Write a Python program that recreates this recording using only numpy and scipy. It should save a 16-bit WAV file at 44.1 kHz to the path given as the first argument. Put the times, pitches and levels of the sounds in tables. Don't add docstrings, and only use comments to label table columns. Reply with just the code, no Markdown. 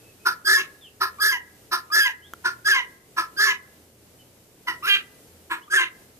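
import sys
import numpy as np
from scipy import signal
from scipy.fft import rfft, irfft, next_fast_len
from scipy.io import wavfile

SR = 44100
rng = np.random.default_rng(int(sys.argv[2]) if len(sys.argv) > 2 else 0)


def inscribe(sig):
    pcm = np.round(np.clip(np.atleast_2d(sig).T, -1, 1) * 32767)
    wavfile.write(sys.argv[1], SR, pcm.astype(np.int16))


N = 272979
HZ = np.fft.rfftfreq(N, 1 / SR)
CLEAN_S, ROUGHEN_S = 0.025, 0.018
THIRD_RING_HZ = 5010


def cries(lock_db=11, sideband_db=-9, sideband_s=0.0077, breathy_hz=8800, hiss_swell_s=0.026):
    # brightness_db_per_octave, sizzle_db, beak_opening (factor on the resonances)
    notes = [(0.446, 0.041, .1, 0.025, 0.05, 1623, 1791, 1683, 0.18, -13.5, -22, -41.5, -30.5, -42.5, 4.44, -0.5, 2, 0.96),
             (1.198, 0.027, 0.084, 0.035, 0.031, 1639, 1752, 1635, 0.09, -17, -22.5, -46, -37, -58, 4.43, 2.5, -5, 0.95),
             (1.914, 0.037, 0.082, 0.064, 0.024, 1653, 1763, 1639, 0, -15, -23, -35.5, -29, -63, 4.52, 1, 1, 1.005),
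             (2.645, 0.029, 0.064, .033, 0.055, 1644, 1776, 1601, 0.1, -14.5, -26, -33, -29, -58, 4.45, -2, 3.5, 1.02),
             (3.364, 0.048, .093, 0.043, 0.026, 1599, 1770, 1674, 0.74, -14, -25, -35, -29, -46, 4.3, -2, -1, 0.99),
             (4.826, 0.07, .06, 0.065, .022, 1348, 1680, 1593, 0.13, -19, -29.5, -20.5, -23.5, -51, 4.4, 5.5, -5.5, 0.97),
             (5.699, 0.051, 0.064, 0.02, 0.063, 1607, 1813, 1582, 0, -13.5, -28.5, -31, -26.5, -43.5, 4.54, 1.5, 18.5, 1.07)]
    # harmonic_number, gain_db
    harmonics = [(1, 3.5), (2, -16.5), (3, -28.5), (4, -13.5)]
    # frequency_hz, gain_db
    buzz_eq = [(150, -48), (380, 5), (560, 22), (800, -6), (1250, -2), (1600, 19), (2100, -33),
               (3500, -17.5)]
    # frequency_hz, gain_db
    rasp_eq = [(200, -33.5), (400, -16), (700, -23.5), (1100, -3.5), (2000, 7.5), (2400, 11), (2800, 17),
               (3250, 1.5), (3800, 6.5), (5500, -19), (7500, -17.5), (14000, -37)]
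    highpass = signal.butter(4, breathy_hz, "high", fs=SR, output="sos")
    out = np.zeros(N)
    for start, attack, climb, hold, fade, *voice, buzz_db, ratio, brightness, sizzle_db, beak in notes:
        t = np.arange(0, climb + hold + fade, 1 / SR)
        hz, rough, tone_db, rasp_db, hiss_db = cry_envelopes(t, attack, climb, hold, fade, *voice)
        if np.median(rasp_db - tone_db) > -lock_db:
            ratio = round(ratio)
        buzz_phase = phase_of(hz / ratio * (1 + .06 * rough * wobble(t, 220)))
        tone_phase = phase_of(hz * (1 + (.003 + .07 * rough ** 3) * wobble(t, 400)))
        tone_phase += .37 * rough * np.sin(buzz_phase)
        shrill = unit(sum(amp(db) * np.cos(round(k) * tone_phase) for k, db in harmonics))
        shrill *= 1 + rough * (.13 * np.cos(buzz_phase + 2.4) + .28 * wobble(t, 170))
        flare = np.exp(-((t - CLEAN_S - ROUGHEN_S / 2) / sideband_s) ** 2)
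        shrill -= amp(sideband_db) * flare * np.cos(tone_phase - buzz_phase)
        beat = pulses(buzz_phase)
        buzz = rough * (amp(tone_db - 17) * colour(beat, buzz_eq) + amp(buzz_db) * np.cos(buzz_phase))
        torn = np.clip(1.15 * rough ** .8, 0, 1)
        whole = np.sqrt(1 - torn ** 2)
        rasp = amp(rasp_db + 3) * colour(whole * beat + torn * puffs(buzz_phase, .7), rasp_eq)
        reedy = pulses(tone_phase + (.05 + .17 * rough) * wobble(t, 500), count=5)
        breathy = signal.sosfilt(highpass, puffs(tone_phase, .6))
        air = whole * (.75 * reedy + 1.2 * breathy) + torn * unit(puffs(buzz_phase, .6) + .6 * beat)
        air *= amp(1.3 * wobble(t, 90)) * np.minimum(.25 + t / hiss_swell_s, 1)
        hiss = amp(hiss_db - 1.5) * beak_sweep(air, brightness, sizzle_db, beak)
        in_tune = 1 / np.hypot(1, (3 * hz - THIRD_RING_HZ * beak) / 43)
        second = (1 - rough) * amp(rasp_db + 4) * np.cos(2 * tone_phase)
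        third = in_tune * amp(hiss_db + 1) * np.cos(3 * tone_phase + np.pi / 2)
        add(out, start + t, amp(tone_db) * shrill + whole * (second + third) + buzz + rasp + hiss)
    return out


def cry_envelopes(t, attack, climb, hold, fade, first_hz, top_hz, held_hz, held_rough,
                  tone_db, hiss_db, rasp_db, closing_db, flick_s=0.0123, break_s=0.01554):
    broken = climb + min(break_s, hold)
    release = climb + hold
    hoarse, end = release + .42 * fade, release + fade
    onset = np.maximum(1 - t / attack, 0) ** 2
    hz = np.interp(t, [CLEAN_S, climb, broken], [first_hz, top_hz, held_hz])
    hz *= 1 + np.interp(t, [0, flick_s, CLEAN_S], [-.102, .03, 0])
    rough = np.interp(t, [CLEAN_S, CLEAN_S + ROUGHEN_S, climb, broken, release, hoarse],
                      [.28, .8, .74, held_rough, held_rough, 1])
    tone = tone_db - 32 * onset - 4.5 * rough + np.interp(t, [broken, release, end], [0, -4.5, -20])
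    rasp = np.interp(t, [0, broken, release, hoarse, end],
                     [rasp_db - 19.5, rasp_db, rasp_db, closing_db, closing_db - .5]) - 13 * onset
    hiss = hiss_db - 14.5 * onset + np.interp(t, [climb, hoarse, end], [0, -10.5, -26.5])
    return hz, rough, tone, rasp, hiss


def beak_sweep(x, brightness, sizzle_db, first_stretch, last_stretch=1.27):
    position = 3 * np.linspace(0, 1, len(x)) ** 2
    eq = hiss_eq(brightness, sizzle_db)
    return sum(np.sqrt(np.maximum(1 - abs(position - k), 0)) * colour(x, eq, stretch)
               for k, stretch in enumerate(np.linspace(first_stretch, last_stretch, 4)))


def hiss_eq(brightness, sizzle_db, sizzle_hz=7530, half_width_hz=1600):
    # frequency_hz, gain_db
    resonances = [(1000, -53.5), (2800, -29), (3600, -4), (4300, -0.5), (5150, 3.5), (5800, -1),
                  (6600, -15.5), (7300, -20), (8300, -11.5), (9400, -4.5), (10800, -6.5), (12200, -15),
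                  (13800, -1), (15000, -34.5)]
    hz, db = np.transpose(resonances)
    tilt = brightness * np.log2(hz / THIRD_RING_HZ)
    sizzle = sizzle_db * np.exp(-((hz - sizzle_hz) / half_width_hz) ** 2)
    return np.column_stack([hz, db + tilt + sizzle])


def clucks(jitter=0.079, breath=0.84, low_hz=1020, high_hz=1680):
    notes = [(0.249, 0.056, -16, -24, 387.1, 1373, 12.5, -8, -1, -1.5),
             (1.001, 0.058, -18, -24.5, 377, 1318, 6.5, -6.5, -1.5, -4),
             (1.71, 0.058, -18.5, -23, 365, 1330, 6.5, -6, -2, -2.5),
             (2.439, 0.058, -18.5, -29.5, 339.4, 1438, 10.5, -7, -5, 6.5),
             (3.162, 0.063, -18.5, -29.5, 332.6, 1298, 7, -5, -1.5, 5),
             (4.664, 0.058, -27.5, -35, 334.4, 1382, 8, 3.5, -0.5, 3),
             (5.495, 0.063, -23, -40, 332.3, 1400, -0.5, 4, 14.5, 26)]
    # share_of_length, gain_db
    envelope = [(0, -32.5), (.17, -9), (.35, 0.5), (.65, -2.5), (1, -12.5)]
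    # frequency_hz, gain_db
    rasp_eq = [(150, -49), (380, -8), (520, -53.5), (800, -18), (1000, -2), (2400, -7), (2700, -9),
               (4000, -17.5), (7000, -41.5)]
    out = np.zeros(N)
    for start, length, voice_db, hiss_db, hz, mid_hz, mid_db, rasp_db, brightness, sizzle_db in notes:
        t = np.arange(start, start + length, 1 / SR)
        progress = np.linspace(0, 1, len(t))
        effort = amp(np.interp(progress, *np.transpose(envelope)))
        arch = 1 + .027 * (np.sin(np.pi * progress) - .7)
        phase = phase_of(hz * arch * (1 + jitter * wobble(t, 221)))
        drive = pulses(phase) + breath * puffs(phase, .38)
        throat = ring(drive, low_hz) + amp(mid_db) * ring(drive, mid_hz) + amp(2) * ring(drive, high_hz)
        voice = unit(unit(throat) + amp(rasp_db) * colour(drive, rasp_eq))
        hiss = colour(puffs(phase, .55), hiss_eq(brightness, sizzle_db))
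        add(out, t, effort * (amp(voice_db) * voice + amp(hiss_db) * hiss))
    return out


def squawks(jitter=0.0154):
    # start_s, length_s, first_hz, last_hz, level_db
    notes = [(0.56, 0.05, 1102, 1067, -27), (1.184, 0.042, 1144, 1370, -26.5),
             (1.31, 0.065, 1090, 919, -28.5), (1.901, .058, 1170, 1364, -24),
             (2.046, 0.054, 1056, 901, -28), (2.732, 0.079, 1123, 956.5, -23), (3.453, .08, 1142, 980, -26),
             (4.671, 0.047, 1034, 933, -29.5), (4.824, 0.043, 1142, 1425, -23.5),
             (5.675, 0.02, 1220, 1170, -42.5), (5.775, 0.069, 1091, 997, -26)]
    # harmonic_number, gain_db
    harmonics = [(3, -6), (4, -40.5), (5, -48), (6, -21)]
    out = np.zeros(N)
    for start, length, first_hz, last_hz, level_db in notes:
        t, progress, hz = glide(start, length, first_hz, last_hz)
        peak = .55 if last_hz > first_hz else .29
        swell_db = np.interp(progress, [0, peak, 1], [-12.5, 0, -10]) + 1.8 * wobble(t, 260)
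        phase = phase_of(hz * (1 + jitter * wobble(t, 270)))
        upper = np.cos(2 * phase) + sum(amp(db - 1) * np.cos(round(k) * phase) for k, db in harmonics)
        richness = amp(read([(1040, 9.0), (1280, -31.5)], hz))
        add(out, t, amp(level_db + swell_db) * (np.cos(phase) + richness * upper))
    return out


def peck(start_s=2.336, level_db=-18, snap_t60_s=0.0047):
    # frequency_hz, gain_db, t60_s
    modes = [(1385, -4.5, 0.0152), (3150, -16, 0.0097), (5880, -22.5, 0.0058), (12500, -15.5, 0.0056)]
    t = np.maximum(np.arange(N) / SR - start_s, 0)
    snap = (t > 0) * amp(-14 - 60 * np.minimum(t / snap_t60_s, 5)) * rng.standard_normal(N)
    chip = sum(amp(db - 60 * np.minimum(t / t60, 5)) * np.sin(2 * np.pi * hz * t) for hz, db, t60 in modes)
    return amp(level_db) * (snap + chip)


def peeps(ends_db=-11):
    # start_s, length_s, first_hz, last_hz, level_db
    notes = [(0, 0.14, 2620, 2570, -60), (0.189, 0.093, 2530, 2540, -58.5), (0.811, 0.083, 3690, 2620, -45),
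             (2.219, 0.068, 2900, 3690, -49), (4.185, .05, 3075, 2980, -54.5),
             (5.614, 0.037, 2740, 3500, -51.5)]
    out = np.zeros(N)
    for start, length, first_hz, last_hz, level_db in notes:
        t, progress, hz = glide(start, length, first_hz, last_hz)
        whistle = np.sin(phase_of(hz * (1 + .018 * wobble(t, 400))))
        add(out, t, amp(level_db + ends_db * (2 * progress - 1) ** 2) * whistle)
    return out


def from_the_right(x, lag_s=0.00014):
    # delay_s, gain_db
    echoes = [(.0034, -25), (.0088, -18.5), (.021, -13.5), (.043, -15.5)]
    # frequency_hz, gain_db
    left_eq = [(1700, 0.3), (2800, -4.5), (4200, -4.5), (5200, -7), (8500, -9), (13500, -13.5)]
    spectrum = rfft(x) * (1 + sum(amp(db) * np.exp(-2j * np.pi * HZ * delay) for delay, db in echoes))
    shade = amp(read(left_eq, HZ))
    early = irfft([spectrum * shade * np.exp(-2j * np.pi * HZ * lag_s), spectrum], N)
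    reverb = irfft(rfft(yard(x)) * np.array([shade ** .26, np.ones(len(HZ))]), N)
    return early + reverb


def yard(x, wet_db=-14, far_db=-31, far_t60_s=0.61):
    # frequency_hz, t60_s
    decay = [(300, 0.1), (1600, .18), (2000, 0.21), (2600, 0.13), (14000, 0.15)]
    # frequency_hz, gain_db
    far_eq = [(300, -2), (1000, -3.5), (1750, -10.5), (2000, -4), (2300, -17.5), (4000, -19.5),
              (9000, -35.5)]
    t = np.arange(SR) / SR
    scatter = rng.standard_normal((2, SR)) * np.clip((t - .006) / .038, 0, 1)
    hz, when, bands = signal.stft(scatter, SR, nperseg=256)
    bands *= amp(-60 * when / read(decay, hz)[:, None])
    near = signal.istft(bands, SR, nperseg=256)[1][:, :SR]
    far = np.array([colour(rng.standard_normal(SR), far_eq) for _ in range(2)])
    far *= amp(-60 * t / far_t60_s) * np.clip(t / .043, 0, 1)
    tail = amp(wet_db) * near / np.linalg.norm(near[0]) + amp(far_db) * far / np.linalg.norm(far[0])
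    return signal.fftconvolve(x[None], tail, axes=1)[:, :N]


def background(air_db=-53, wide_lift_db=1):
    # frequency_hz, gain_db
    air_eq = [(15, -49), (25, -18.5), (120, -11), (220, -10.5), (439, -10), (1030, -24), (2530, -25),
              (3050, -24.5), (3300, -26.5), (14200, -25)]
    # frequency_hz, left_right_correlation
    correlation = [(90, 0.89), (400, 0.85), (2000, 0.033)]
    # pitch_hz, level_db
    hum_tones = [(84, -64.5), (119, -66)]
    t = np.arange(N) / SR
    left, other = rfft(rng.standard_normal((2, N)))
    alike = read(correlation, HZ)
    right = alike * left + np.sqrt(1 - alike ** 2) * other
    spectrum = np.array([left, right]) * amp(read(air_eq, HZ) + wide_lift_db * (1 - alike))
    air = unit(irfft(spectrum, N)) * amp(air_db + 1.5 * wobble(t, 4.6))
    hum = sum(amp(db + 3.8 * wobble(t, 3)) * np.sin(phase_of(hz * (1 + .02 * wobble(t, 6.7))))
              for hz, db in hum_tones)
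    return air + hum


def pulses(phase, count=36, smear=.21):
    return unit(sum(np.cos(k * phase + smear * k ** 2) for k in range(1, count + 1)))


def puffs(phase, depth):
    return unit(np.exp(depth * np.cos(phase)) * rng.standard_normal(len(phase)))


def ring(x, hz, width_hz=95):
    narrow = signal.lfilter(*signal.iirpeak(hz, hz / width_hz, fs=SR), x)
    return unit(signal.lfilter(*signal.iirpeak(hz, hz / width_hz / 4, fs=SR), narrow))


def colour(x, eq, stretch=1):
    size = next_fast_len(len(x) + 1024)
    gain = amp(read(eq, np.fft.rfftfreq(size, 1 / SR) / stretch))
    return unit(irfft(rfft(x, size) * gain, size)[:len(x)])


def wobble(t, hz):
    size = next_fast_len(len(t) + 4096)
    smooth = np.exp(-(np.fft.rfftfreq(size, 1 / SR) / hz) ** 2)
    return unit(irfft(rfft(rng.standard_normal(size)) * smooth, size))[:len(t)]


def glide(start, length, first_hz, last_hz):
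    t = np.arange(start, start + length, 1 / SR)
    progress = np.linspace(0, 1, len(t))
    return t, progress, first_hz + (last_hz - first_hz) * progress


def phase_of(hz):
    return 2 * np.pi * np.cumsum(hz) / SR


def add(mix, t, sound, fade_s=0.0017):
    part = mix[max(round(t[0] * SR), 0):][:len(sound)]
    part += (sound * np.clip(np.minimum(t - t[0], t[-1] - t) / fade_s, 0, 1))[:len(part)]


def read(points, hz):
    point_hz, value = np.transpose(points)
    return np.interp(np.log(hz + 1), np.log(point_hz + 1), value)


def amp(db):
    return 10 ** (np.asarray(db) / 20)


def unit(x):
    return x / np.sqrt(np.mean(x ** 2) + 1e-20)


def scene():
    tap, far_bird = peck(), peeps()
    other_birds = tap + yard(tap, wet_db=-28) + far_bird + yard(far_bird, wet_db=-5.5)
    return from_the_right(clucks() + cries() + squawks()) + other_birds + background()


def record(dry, cutoff_hz=14300):
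    lowpass = signal.firwin(601, cutoff_hz, window=("kaiser", 8), fs=SR)
    return signal.oaconvolve(dry, lowpass[None], "same")


dry = scene()
out = record(dry)
inscribe(out)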